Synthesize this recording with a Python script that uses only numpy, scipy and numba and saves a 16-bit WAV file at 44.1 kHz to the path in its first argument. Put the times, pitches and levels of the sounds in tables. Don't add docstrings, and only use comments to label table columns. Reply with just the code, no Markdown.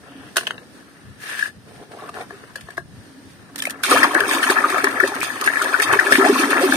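import sys
import numpy as np
from scipy import signal
from scipy.fft import rfft, irfft, next_fast_len
from scipy.io import wavfile
from scipy.ndimage import uniform_filter1d
from numba import njit

SR = 44100
rng = np.random.default_rng(int(sys.argv[2]) if len(sys.argv) > 2 else 0)


def convert_level_to_amplitude(level_db):
    exponent = np.asarray(level_db, float) / 20
    return 10 ** exponent


def to_wav(s):
    ch = np.atleast_2d(s).T
    pcm = np.round(np.clip(ch, -1, 1) * 32767)
    wavfile.write(sys.argv[1], SR, pcm.astype(np.int16))


N = 298116

# frequency in Hz, level in dB.
YARD_SPECTRUM = [(40, 4.5), (110, 8), (260, 0.5), (420, -8.5), (800, -14.5), (2000, -16.5), (5000, -14.5),
                 (15000, -28.5)]
# start in seconds, length in seconds, level in dB.
BUMPS = [(1.037, 0.085, -51), (1.56, 0.25, -55), (2.618, 0.034, -48), (2.77, 0.24, -52.5),
         (3.88, 0.18, -51), (4.2, 0.047, -52), (4.823, 0.036, -55), (5.19, 0.039, -63), (5.882, 0.12, -50),
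         (6.112, 0.039, -48), (6.26, 0.085, -58), (6.69, .08, -48)]
# start in seconds, length in seconds, scrape level in dB,
# hollow rumble in dB relative to the scrape, fine grit in dB relative to the scrape.
RUBS = [(0.014, 0.28, -53, 1.5, -6), (0.383, 0.24, -56, 5, -5), (0.734, 0.47, -58, -7, -4),
        (1.205, .27, -39, -12, -2), (1.272, 0.06, -41.5, -26, -4), (1.363, 0.072, -36, -37, -7),
        (1.657, 0.18, -60, 13, 3), (1.895, .04, -59.5, 15.5, 6), (1.959, 0.12, -47, 5, -6),
        (2.131, 0.098, -44.5, 7.5, -3.5), (2.272, 0.23, -52.5, -3, -4), (2.527, 0.21, -55.5, -0.5, 0.5),
        (3.277, 0.056, -67, -11, 10), (3.37, 0.25, -56.5, -0.5, -8), (3.7, 0.15, -46.5, -2, -11)]
DRAG_S = (1.15, 1.58)
# resonance in Hz, width in Hz, level in dB.
SHELL = [(686, 100, -18), (1120., 1000, 8)]
# resonance in Hz, width in Hz, level in dB.
BASKET = [(1720., 160, 12.5), (2500., 510, 0.5)]
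# resonance in Hz, width in Hz, level in dB.
HOLLOWS = [(440, 100, 5), (710, 81, 7)]
# start in seconds, length in seconds, level in dB.
WING_RUSTLE = [
    (0.068, 0.222, -57),
]
# start in seconds, peak in dB, pitch in
# Hz, t60 in seconds.
CATCHES = [(0.474, -20, 3020, 0.0077), (0.5083, -17, 3040, 0.012), (1.936, -29, 791, 0.024),
           (1.972, -30, 694, 0.032), (1.989, -34, 1140, 0.057), (2.003, -34, 1140, 0.048),
           (2.012, -40, 3700, .02), (2.022, -25, 740, 0.024), (2.038, -30, 1120, 0.044),
           (2.052, -33, 1090, .03), (2.093, -32, 2700, 0.013), (2.15, -31, 1720, 0.027),
           (2.166, -25, 737, 0.047), (2.185, -25, 690, 0.033), (2.204, -23, 745, 0.03),
           (2.213, -25, 470, 0.035), (2.212, -36, 3840, .025), (2.214, -28.5, 2320, 0.021),
           (2.325, -32, 400, 0.11), (2.777, -22, 2100, 0.013), (2.56, -31.5, 526, 0.036),
           (2.585, -33, 3000, .01), (3.622, -13, 3060, .01), (3.586, -29, 4020, 0.023),
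           (3.671, -11, 2500, 0.015)]
# start in seconds, length in seconds, level in dB.
HUM = [
    (0.082, 0.2, -43.5),
    (3.082, 0.2, -48.5),
    (3.501, 0.33, -43),
]
# start in seconds, peak in dB, ring in Hz,
# thin wings in dB relative to the ring, crack in dB relative to the ring.
FIGURE_KNOCKS = [(0.36, -23, 1570, -10, -6), (0.3683, -8.5, 1530, -7, -2.5), (0.3819, -12.5, 1480, 2, -19),
                 (0.4105, -25, 1550, 1, -15), (0.433, -28, 1540, -16, -14), (0.455, -38, 1650, 4, -18),
                 (0.4701, -24.5, 1580, 13, -6.5), (0.4747, -22, 1560, 5, -21), (0.508, -33, 1760, 7, -14),
                 (0.545, -42, 1340, 6, -20), (0.581, -32, 1630, 4, -24)]
# start in seconds, peak in dB, ring in Hz,
# thud in dB relative to the ring, crack in dB relative to the ring.
TOY_KNOCKS = [(1.3929, -11.5, 1710, -32, -20.5), (1.427, -5.5, 1666, -44, -38),
              (1.458, -15.5, 1660, -35, -34), (2.093, -19, 1184, -11, -22), (2.141, -36, 1600, -6, -9),
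              (2.187, -37, 1500, 9, -16), (2.3073, -26, 1700, -3, -23), (2.558, -18.5, 1670, -17.5, -13),
              (2.6093, -44.5, 1760, -17, 5.5), (2.6872, -27, 1750, -3, -27), (2.705, -31, 1675, -22, -11),
              (2.771, -33.5, 1720, -4, -6), (2.7797, -14.5, 1630, -4.5, -24.5)]
# start in seconds, peak in dB, t60 in seconds.
TICKS = [
    (0.4697, -15, 0.011),
    (0.475, -15, 0.0084),
    (0.5085, -14.5, 0.0095),
    (1.7595, -39, .03),
    (1.917, -36, 0.037),
    (2.09, -30.5, .015),
    (2.142, -33, .03),
    (2.209, -31, .03),
]
# start in seconds, peak in dB.
POPS = [(0.5082, -19), (4.206, -13), (4.745, -14), (4.8438, -10), (4.8715, -10), (5.231, -13), (5.476, -6),
        (5.937, -8), (6.1235, -4), (6.157, -6), (6.2505, -10), (6.5313, -8.5), (6.57, -11.5)]
# start in seconds, peak in dB, pitch in Hz, spray in dB.
DRIPS = [
    (3.558, -30, 595, -16.5),
    (3.588, -34, 1730, -19),
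    (3.602, -19, 3500, -31),
    (3.622, -20, 1740, -10),
    (3.637, -21, 1750, -18),
    (3.653, -12.5, 2140, -13),
    (3.673, -12.5, 620, -26),
    (3.697, -21, 1750, -17),
    (3.706, -31, 1880, -14),
]
# start in seconds, peak in dB, t60 in seconds.
SPATTER = [
    (3.579, -26, 0.038),
    (3.593, -25, 0.034),
    (3.648, -28, .01),
    (3.667, -18, 0.012),
    (3.673, -25, 0.0095),
    (3.681, -31, 0.013),
]
# start in seconds, length in seconds, level in dB.
TRICKLE = [
    (3.565, 0.14, -37.5),
]
# time in seconds, effort in dB, air dragged under in dB.
STIR = [
    (3.834, -39, -8),
    (3.89, -23, -2),
    (4.02, -21.5, 0.5),
    (4.09, -24.5, -3.5),
    (4.56, -25, -2),
    (5.0, -28, -2),
    (5.32, -31.5, -2.5),
    (5.97, -22, -11.5),
    (6.2, -22, 1.5),
    (6.76, -24, 3.5),
]
# start in seconds, peak in dB, t60 in seconds.
SLAPS = [(3.818, -39, .015), (3.8358, -4, .05), (3.857, -7, 0.16), (3.9094, -3, 0.2), (3.9768, -12, 0.032),
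         (4.037, -7.5, 0.059), (4.146, -6, 0.018), (4.1754, -23, 0.018), (4.204, -10, 0.015),
         (4.295, -14, 0.37), (4.334, -9, 0.11), (4.432, -18, 0.18), (4.5048, -5.5, 0.093),
         (4.701, -13, 0.13), (4.8423, -4, 0.038), (5.0758, -13, 0.02), (4.782, -16.5, 0.096),
         (4.911, -23, 0.024), (5.003, -16, 0.19), (5.151, -18, 0.019), (5.484, -22, 0.022),
         (5.205, -13, 0.013), (5.2306, -10, 0.18), (5.412, -8, 0.017), (5.441, -9.5, 0.06),
         (5.4638, -10.5, 0.081), (5.621, -7, 0.05), (5.643, -10.5, 0.032), (5.799, -10, 0.06),
         (5.82, -6, 0.074), (5.928, -10, 0.095), (5.999, -11.5, 0.076), (6.1207, -9.5, 0.21),
         (6.252, -15, 0.27), (6.39, -13, 0.14), (6.506, -16, 0.14), (6.61, -15.5, 0.22),
         (6.737, -7.5, 0.52)]
# time in seconds, level in dB.
HISS = [
    (3.84, -45),
    (4.6, -40),
    (5.3, -47.5),
    (5.55, -37),
    (5.95, -43.5),
    (6.3, -35.5),
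    (6.76, -42),
]
# start in seconds, peak in dB, pitch
# in Hz.
BUBBLE_CLUSTERS = [
    (3.837, -3.5, 1520),
    (3.847, -3.5, 1440),
    (3.897, -4.5, 1120),
    (3.926, 3.5, 1190),
    (3.964, -7, 1080),
    (4.032, 9, 1880),
    (4.042, 6, 1130),
    (4.11, -9, 1080),
    (4.151, 3, 1640),
    (4.206, -10, 1620),
                   (4.237, -5, 1520), (4.292, -7, 1080), (4.43, 2.5, 1770), (4.499, 1.5, 1780), (4.586, 2.5, 1800),
           (4.623, -8, 1270), (4.642, 7, 1230), (4.871, -15, 1080), (4.963, -12, 1770), (5.001, 4, 1750),
           (5.037, 1, 1840), (5.216, -5, 2470), (5.424, -19, 1220), (5.476, 5, 1590), (5.558, -4, 1890),
           (5.617, 0, 1400), (5.743, 5, 1490), (5.8, 5, 1800), (5.905, 0.5, 1720), (5.936, -4, 1090),
           (5.991, 7.5, 1720), (6.124, 5.5, 1700), (6.153, -3, 1870), (6.25, -1.5, 746), (6.36, 0, 1080),
           (6.435, -1, 1660), (6.505, -13, 1750), (6.531, -5, 1080), (6.57, -6, 1470), (6.724, 5, 1670)]
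# start in seconds, peak in dB, pitch in Hz.
BLIPS = [(3.8392, -13, 2400), (3.9153, -13, 2770), (3.9785, -18, 2180), (4.0355, -6, 2060),
         (4.1496, -14, 2120), (4.2055, -18, 2040), (4.257, -15, 2540), (4.4315, -18, 2780),
         (4.6295, -19, 2100), (4.6864, -18.5, 3830), (4.781, -26, 2000), (5.0007, -12, 2200),
         (5.2157, -14, 2240), (5.2476, -20, 2380), (5.413, -28, 2320), (5.5948, -11, 2090),
         (5.735, -11.5, 2400), (5.8024, -18, 2440), (5.9281, -15, 2430), (5.9984, -12, 2350),
         (6.1227, -13, 2600), (6.155, -7, 2400), (6.2658, -16, 3480), (6.38, -18, 2570),
         (6.415, -15.5, 2540), (6.5055, -16, 2500)]
# start in seconds, peak in dB, pitch in Hz, t60 in seconds.
GULPS = [(3.919, -10.5, 512, 0.19), (3.945, -25, 625, 0.04), (4.143, -17, 616, 0.11),
         (4.214, -15, 420, 0.075), (4.503, 4, 377, 0.022), (4.616, -20, 394, 0.061),
         (4.741, -8, 387, 0.039), (4.842, -3, 409, 0.041), (4.878, -15, 312, 0.071),
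         (5.033, -2.5, 389, 0.06), (5.694, -13, 390, 0.042), (5.792, -17, 433, 0.075),
         (5.932, -7, 414, 0.028), (5.96, -8, 460, 0.046), (6.06, -15, 415, 0.13), (6.122, -5.5, 574, 0.039),
         (6.186, 1.5, 290, 0.08), (6.299, 1.5, 429, 0.041), (6.441, -8, 294, 0.079),
         (6.528, -20, 680, 0.075), (6.61, -11, 414, 0.061), (6.636, -0.5, 385, 0.11),
         (6.19, -2.5, 400, 0.14), (6.329, 0, 274, 0.064), (6.265, -10, 770, 0.049), (6.491, -6, 400, 0.055),
         (6.75, -13, 400, 0.04), (4.32, -19, 298, 0.062), (5.045, -5.5, 564, 0.031), (6.617, -5, 564, 0.06)]
# start in seconds, peak in dB, pitch in Hz, t60 in seconds,
# glide in octaves per second, length in seconds.
PLUNGE = [
    (3.937, -6.5, 419, 0.33, 43, .04),
]
# start in seconds, peak in dB, pitch in Hz.
LONE_BUBBLES = [(4.165, 0, 1640), (4.208, -3, 1630), (4.313, -0.5, 1800), (4.337, -10, 1460),
                (4.369, -8, 1070), (4.441, -3.5, 1520), (4.562, -1.5, 1750), (4.704, -6, 1840),
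                (4.726, -8, 1160), (4.745, -12.5, 700), (4.788, -17, 1670), (4.806, -12, 1380),
                (4.872, -9, 1080), (4.893, -10, 1720), (4.6425, 3, 1230), (4.054, 0, 1800),
                (4.984, -5.5, 1750), (5.121, -15, 800), (5.141, -13, 1460), (5.178, -24, 746),
                (5.232, -11, 1720), (5.304, -5, 1800), (3.983, -3, 1550), (5.4247, -6.5, 1190),
                (5.462, -5, 1730), (5.482, 5, 1750), (5.537, -4, 1850), (5.571, 3.5, 1770),
                (5.598, -11, 1340), (5.659, -4, 1700), (5.692, -6, 1760), (5.729, -10, 1570),
                (5.825, -2, 1840), (5.843, -13, 1080), (5.88, -8, 1760), (5.906, -3, 1700),
                (5.936, -5, 1040), (6.011, -3, 1460), (6.068, -2, 1700), (6.11, -5, 1350),
                (6.146, -5, 1720), (6.233, -8.5, 683), (6.269, -3, 783), (6.479, -18, 1720),
                (6.505, -6, 1750), (6.532, -15, 1060), (6.628, -10, 710), (6.643, -10, 1200)]
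# resonance or dip in Hz, width in Hz, level in dB.
TUB = [(278.4, 28, 6.5), (396, 36, 9), (517, 66, -3.5), (620, 420, -3.5), (912, 420, -8.5), (1045, 400, 8)]
# resonance or dip in Hz, width in Hz, level in dB.
LEFT_PORT = [(92, 42, 4.5), (1400, 190, 6), (1750, 144, 13), (6430, 7800, -6.5), (12400, 390, 3)]
# resonance or dip in Hz, width in Hz, level in dB.
RIGHT_PORT = [(7350, 1200, -4.5), (9020, 890, 10), (11050, 360, -44)]
# frequency in Hz, threshold in dB against the neighbours.
THINNING = [(1500, -10.), (2300, -3.2), (3200, -1.4), (6000, -.4), (9000, -.6), (12000, .6), (15000, .9)]

TUB_T60_S = 0.075


def response(hz, modes):
    gain = np.ones(np.shape(hz), complex)
    for centre_hz, width_hz, db in modes:
        detune, loss = centre_hz ** 2 - hz ** 2, 1j * hz * width_hz
        gain = gain * (detune + loss * convert_level_to_amplitude(db)) / (detune + loss)
    return gain


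def colour(x, gain_at):
    size = next_fast_len(N + SR // 4)
    hz = np.arange(size // 2 + 1) * SR / size + 1
    return irfft(rfft(x, size) * gain_at(hz), size)[..., :N]


def through(x, modes):
    return colour(x, lambda hz: response(hz, modes))


def ports(hz):
    return np.array([response(hz, LEFT_PORT), response(hz, RIGHT_PORT)])


def band(lo_hz, hi_hz):
    return lambda hz: 1 / (1 + lo_hz / (1j * hz)) ** 2 / (1 + 1j * hz / hi_hz) ** 2


def unit(x):
    return x / np.sqrt(np.mean(colour(x, ports).mean(axis=0) ** 2))


def noise_band(lo_hz, hi_hz):
    return unit(colour(rng.standard_normal((2, N)), band(lo_hz, hi_hz)))


def curves(table):
    s, *columns = np.transpose(np.vstack(table))
    return [np.interp(np.arange(N) / SR, s, c, left=-99) for c in columns]


def walk(rate):
    k = int(SR / rate)
    return 1.34 * uniform_filter1d(np.repeat(rng.standard_normal(N // k + 1), k), k)[:N]


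@njit
def ring(s, size, hz, t60, glide, rise, length):
    out = np.zeros((2, N))
    for k in range(len(hz)):
        fade = 1000. ** (-1 / (t60[k] * SR))
        swell = np.exp(-1 / (rise[k] * SR))
        bend = 2 ** (glide[k] / SR)
        for c in range(2):
            i0 = int(s[c, k] * SR) + 1
            step = 2 * np.pi * hz[k] / SR
            phase, a, b = step * (i0 - s[c, k] * SR), size[c, k], 1.
            for i in range(max(i0, 0), min(i0 + int(length[k] * SR), N)):
                b *= swell
                out[c, i] += a * (1 - b) * np.sin(phase)
                a, step = a * fade, min(step * bend, 2.6)
                phase += step
    return out


def grains(s, db, hz, t60, glide=0., rise_cycles=0.48, spread_s=0.000067, pan_db=0.0, length=None):
    spot = rng.standard_normal((len(s), 2)).T
    side = np.array([[.5], [-.5]])
    every = np.ones(len(s))
    start = s + side * (0.00013 + spread_s * spot[0])
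    size = convert_level_to_amplitude(db + side * pan_db * spot[1])
    length = t60 if length is None else length
    return ring(start, size, hz * every, t60 * every, glide * every, rise_cycles / hz * every, length * every)


def swarm(rate, lo_hz, hi_hz, cycles, scatter_db, bend=0., spread_s=0.0001916, rise_cycles=6.2):
    u = rng.random((int(rate * N / SR), 4)).T
    hz = lo_hz * (hi_hz / lo_hz) ** u[1]
    t60 = cycles * (.5 + u[3]) / hz
    db = -scatter_db * np.log(1 - .95 * u[2])
    return grains(u[0] * N / SR, db, hz, t60, bend / t60, rise_cycles, spread_s)


def cluster(s, db, hz, count, during_s, scatter, below_db):
    u = rng.random((len(s), count, 3))
    u[:, 0] = 0
    starts = s[:, None] + during_s * u[..., 0]
    levels = db[:, None] - below_db * np.sqrt(u[..., 1])
    octaves = scatter * (u[..., 2] - .5 * np.sign(u[..., 2]))
    return starts.ravel(), levels.ravel(), (hz[:, None] * 2 ** octaves).ravel()


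def heard(db, hz, modes=()):
    return db - 20 * np.log10(np.abs(response(hz, modes)) * np.abs(ports(hz)).mean(axis=0))


def bursts(s, db, t60, attack_s):
    out, t, every = np.zeros(N), np.arange(SR // 4) / SR, np.ones(len(s))
    for start, size, fall, rise in zip((s * SR).astype(int), convert_level_to_amplitude(db), t60 * every, attack_s * every):
        shape = size * (1 - np.exp(-t / rise)) * convert_level_to_amplitude(-60 * t / fall)
        out[start:start + len(t)] += shape[:N - start]
    return out


def strokes(s, length, db, attack_s, release_s):
    t = np.arange(N) / SR
    out = np.zeros(N)
    for a, n, d in zip(s, np.maximum(length, attack_s), db):
        corners = [a - attack_s / 2, a + attack_s / 2, a + n, a + n + release_s]
        out += convert_level_to_amplitude(d) * np.interp(t, corners, [0, 1, 1, 0]) ** 2
    return out


def walls(x, t60, wet_db, early_s):
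    t = np.arange(int(.3 * SR)) / SR
    tail = rng.standard_normal((3, len(t))) * convert_level_to_amplitude(-60 * t / t60) * (1 - np.exp(-t / early_s))
    tail = tail / np.sqrt((tail ** 2).sum(axis=1, keepdims=True))
    x = colour(x, band(158.0, 31500.0))
    low = colour(x, lambda hz: 1 / (1 + (hz / 1300) ** 4))
    wet = signal.fftconvolve(low, tail[:1], axes=1) + signal.fftconvolve(x - low, tail[1:], axes=1)
    return x + convert_level_to_amplitude(wet_db) * wet[:, :N]


def tub_walls(x):
    return walls(x, TUB_T60_S, -5.0, 0.00062)


def yard_walls(x):
    return walls(x, 0.066, -9.5, 0.0044)


def yard():
    hz_points, db_points = np.transpose(YARD_SPECTRUM)
    shade = lambda hz: convert_level_to_amplitude(np.interp(np.log(hz), np.log(hz_points), db_points))
    common, left, right = rng.standard_normal((3, N))
    shared = colour(common, lambda hz: shade(hz) * 1.64 * band(200., 900.)(hz))
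    air = unit(colour(np.array([left, right]), shade) + 1.33 * shared)
    low = colour(air, lambda hz: 1 / (1 + (hz / 190) ** 6))
    low = low + 0.14 * low[::-1]
    low = colour(low, lambda hz: band(45.0, 9000.)(hz) / (1 + (48 / hz) ** 4))
    high = colour(air, lambda hz: 1 / (1 + (190 / hz) ** 6))
    bumps = strokes(*np.transpose(BUMPS), 0.035, 0.023)
    rumble = unit(low) * (convert_level_to_amplitude(-57) + bumps) * convert_level_to_amplitude(2.2 * walk(13))
    return rumble + unit(high) * convert_level_to_amplitude(-51 + walk(4.4) + walk(11))


def rubbing():
    s, length, db, hollow_db, grit_db = np.transpose(RUBS)
    moves = lambda share_db: strokes(s, length, db + share_db, 0.053, 0.052)
    slips = convert_level_to_amplitude(2.2 * walk(90))
    clicks = swarm(4000, 994.0, 2700.0, 7.1, 0.97) * slips
    toy, basket = unit(through(clicks, SHELL)), unit(through(clicks, BASKET))
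    sample = np.arange(N)
    dragging = (sample > DRAG_S[0] * SR) & (sample < DRAG_S[1] * SR)
    scrape = np.where(dragging, basket, toy)
    hollow = unit(through(swarm(900, 342.0, 1280.0, 3.0, 3.3) * slips, HOLLOWS))
    grit = unit(swarm(8900, 2160.0, 14800.0, 4.7, 1.8))
    return walls(moves(0) * scrape + moves(hollow_db) * hollow + moves(grit_db) * grit, 0.11, -9.5, 0.0023)


def catches():
    s, db, hz, t60 = np.transpose(CATCHES)
    rustle = unit(swarm(1900, 2600.0, 3370.0, 14.0, 3.)) * strokes(*np.transpose(WING_RUSTLE), 0.068, 0.047)
    snaps = grains(s - .001, heard(db + 2.5, hz), hz, t60, rise_cycles=1.6)
    return walls(snaps + rustle, 0.072, -12.0, .004)


def humming():
    column = lambda hz: band(200., 400.)(hz) * response(hz, [(273.0, 11.6, 33.0)])
    hum = unit(colour(rng.standard_normal(N), column) * np.ones((2, 1)))
    return hum * strokes(*np.transpose(HUM), 0.066, 0.023)


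def knocks():
    figure = [(s, db, hz, -7, wing, crack) for s, db, hz, wing, crack in FIGURE_KNOCKS]
    toys = [(s, db, hz, thud, -37, crack) for s, db, hz, thud, crack in TOY_KNOCKS]
    s, db, hz, thud_db, wing_db, crack_db = np.transpose(figure + toys)
    out = grains(s - .002, heard(db + 4.5, hz), hz, 0.021, rise_cycles=2.5)
    modes = [(400., 0.029, thud_db), (680., 0.029, thud_db), (1080., 0.021, thud_db),
             (2420.0, 0.0052, wing_db), (2900.0, 0.013, wing_db), (3480.0, 0.0066, wing_db),
             (5000., .005, wing_db - 12)]
    for mode_hz, t60, share_db in modes:
        struck_hz = mode_hz * (1 + 0.055 * rng.standard_normal(len(s)))
        out = out + grains(s - .001, db + share_db + 2.5, struck_hz, t60, rise_cycles=1.47)
    snap = bursts(s - .001, db + crack_db + 6.5, 0.023, 0.0017)
    after = bursts(s, db + crack_db - 17.5, 0.18, 0.0037)
    return walls(out + noise_band(2400.0, 4800.0) * (snap + after), 0.11, -9.5, 0.0023)


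def ticks():
    s, db, t60 = np.transpose(TICKS)
    noise = rng.standard_normal(N) + 0.47 * rng.standard_normal((2, N))
    return yard_walls(bursts(s, db - 4.0, t60, 0.00039) * unit(colour(noise, band(1500.0, 3100.0))))


def pops():
    s, db = np.transpose(POPS)
    hz = 1900 * 2 ** (.3 * rng.standard_normal(len(s)))
    return yard_walls(grains(s - .0003, db + 9., hz, .004, rise_cycles=.15))


def drips():
    s, db, hz, spray_db = np.transpose(DRIPS)
    plops = grains(s + 0.00045, heard(db + 9.0, hz), hz * 1.031, 0.013, -10.5, 3.2)
    landings = [(start, level, 0.016) for start, level in zip(s, spray_db)]
    s, db, t60 = np.transpose(SPATTER + landings)
    return plops + yard_walls(bursts(s, db - 2.5, t60, 0.0014) * noise_band(1740.0, 9150.0))


def churning():
    shake, air = convert_level_to_amplitude(curves(STIR))
    s, db, _ = np.transpose(SLAPS)
    surge = bursts(s, db + 9.5, 0.083, 0.0039)
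    stir = shake * (1 + surge) + strokes(*np.transpose(TRICKLE), 0.13, 0.097)
    churn = swarm(900, 472.6, 2534.0, 17.4, 2.24, bend=0.33, rise_cycles=1.63) * convert_level_to_amplitude(2.67 * walk(45))
    gulp = swarm(260, 238.0, 795.0, 9., 2.4, bend=0.21, spread_s=.00005)
    bubbling = convert_level_to_amplitude(-1.5) * unit(through(churn, TUB))
    gulping = np.maximum(air, .3) * convert_level_to_amplitude(-7) * unit(through(gulp, TUB))
    return tub_walls(stir * (bubbling + gulping))


def spray():
    fizz = unit(swarm(4000, 2218.0, 15370.0, 14.0, 3.6, bend=0.15, rise_cycles=1.0)) * convert_level_to_amplitude(2.4 * walk(40))
    mist = noise_band(2300.0, 9000.)
    s, db, t60 = np.transpose(SLAPS)
    cracks = bursts(s, db - 2.5, 0.0094, 0.0016) * mist
    swell_s = .16 * t60
    showers = bursts(s - swell_s / 2, db - 10., t60, 0.004 + 1.38 * swell_s) * (1.45 * fizz + 0.5 * mist)
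    steady = convert_level_to_amplitude(curves(STIR)[0] - 14.5 + 0.55 * walk(16)) * (fizz + 0.5 * mist)
    return tub_walls(steady + showers) + cracks


def wash():
    sheet = swarm(3500, 596.4, 3400., 28.7, 2.6, bend=0.53, rise_cycles=8.7)
    sheet = unit(colour(sheet, lambda hz: response(hz, TUB) * band(300., 2600.)(hz)))
    sheet = sheet * convert_level_to_amplitude(curves(STIR)[0] - 10.5 + 0.84 * walk(11))
    return sheet + noise_band(2000., 8500.0) * convert_level_to_amplitude(curves(HISS)[0] + 1.8 * walk(8.7))


def bubble_clusters():
    s, db, hz = np.transpose(BUBBLE_CLUSTERS)
    s, db, hz = cluster(s, db, hz, count=4, during_s=0.012, scatter=0.8, below_db=15.5)
    rings = grains(s - .0015, heard(db + 6.0, hz, TUB), 0.963 * hz, 16.0 / hz, 14.0, 3.76, .0001)
    return tub_walls(through(rings, TUB))


def blips():
    s, db, hz = np.transpose(BLIPS)
    return yard_walls(grains(s - .001, heard(db + 4., hz), hz, 26. 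/ hz, 12., 2.5, .0001))


def air_pockets():
    s, db, hz, t60 = np.transpose(GULPS)
    gulps = grains(s - .004, heard(db - 4.5, hz, TUB), .95 * hz, t60, 1.5, 0.35, .00004, 0.27)
    s, db, hz, t60, glide, length = np.transpose(PLUNGE)
    cavity = grains(s, db, hz, t60, glide, 1.1, .00004, 0.87, length)
    cavity = cavity * convert_level_to_amplitude(4 * walk(150) - 4)
    return tub_walls(through(gulps + cavity, TUB))


def lone_bubbles():
    s, db, hz = np.transpose(LONE_BUBBLES)
    rings = grains(s - .0015, heard(db + 1, hz, TUB), 0.99 * hz, 21 / hz, 7.2, 2.13, .0001)
    return walls(through(rings, TUB), TUB_T60_S, -1.5, 0.001)


def scene():
    plastic = rubbing() + catches() + humming() + knocks() + ticks() + pops()
    water = drips() + churning() + spray() + wash() + bubble_clusters() + blips() + air_pockets() + lone_bubbles()
    return yard() + plastic + water


def thin_treble(x, cut_db):
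    lead = 411
    sum_difference = np.pad([x[0] + x[1], x[0] - x[1]], ((0, 0), (lead, 0)))
    hz, _, cells = signal.stft(sum_difference, SR, window="cosine", nperseg=2048)
    power = np.abs(cells) ** 2 + 1e-18
    patch = uniform_filter1d(uniform_filter1d(power, size=5, axis=1), size=2, axis=2)
    patch_db = 10 * np.log10(patch)
    threshold_db = np.interp(hz, *np.transpose(THINNING), left=-99)[:, None]
    weak = patch_db - uniform_filter1d(patch_db, size=70, axis=1) < threshold_db
    treble = power[:, 100:].sum(axis=(0, 1))
    sudden = np.roll(treble, -1) > 6 * np.roll(treble, 1)
    sway = uniform_filter1d(rng.standard_normal(len(treble)), size=3) * np.sqrt(3)
    weak = weak | (hz[:, None] > 15350 + 330 * sway)
    kept = cells * np.where(weak & ~sudden, convert_level_to_amplitude(cut_db), 1)
    both, apart = signal.istft(kept, SR, window="cosine", nperseg=2048)[1][:, lead:lead + N]
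    return np.array([both + apart, both - apart]) / 2


def roll_off(x):
    return signal.sosfilt(signal.butter(12, 15700, fs=SR, output="sos"), x)


def record(dry):
    ported = colour(dry, ports)
    overloaded = 1.615 * np.tanh(ported / 1.396)
    rounded = colour(overloaded, lambda hz: 1 / (1 + 43.0 / (1j * hz)) / (1 + (hz / 15800) ** 60))
    mix = np.clip(thin_treble(rounded, cut_db=-45), -1, 1)
    return roll_off(mix)


dry = scene()
out = record(dry)
to_wav(out)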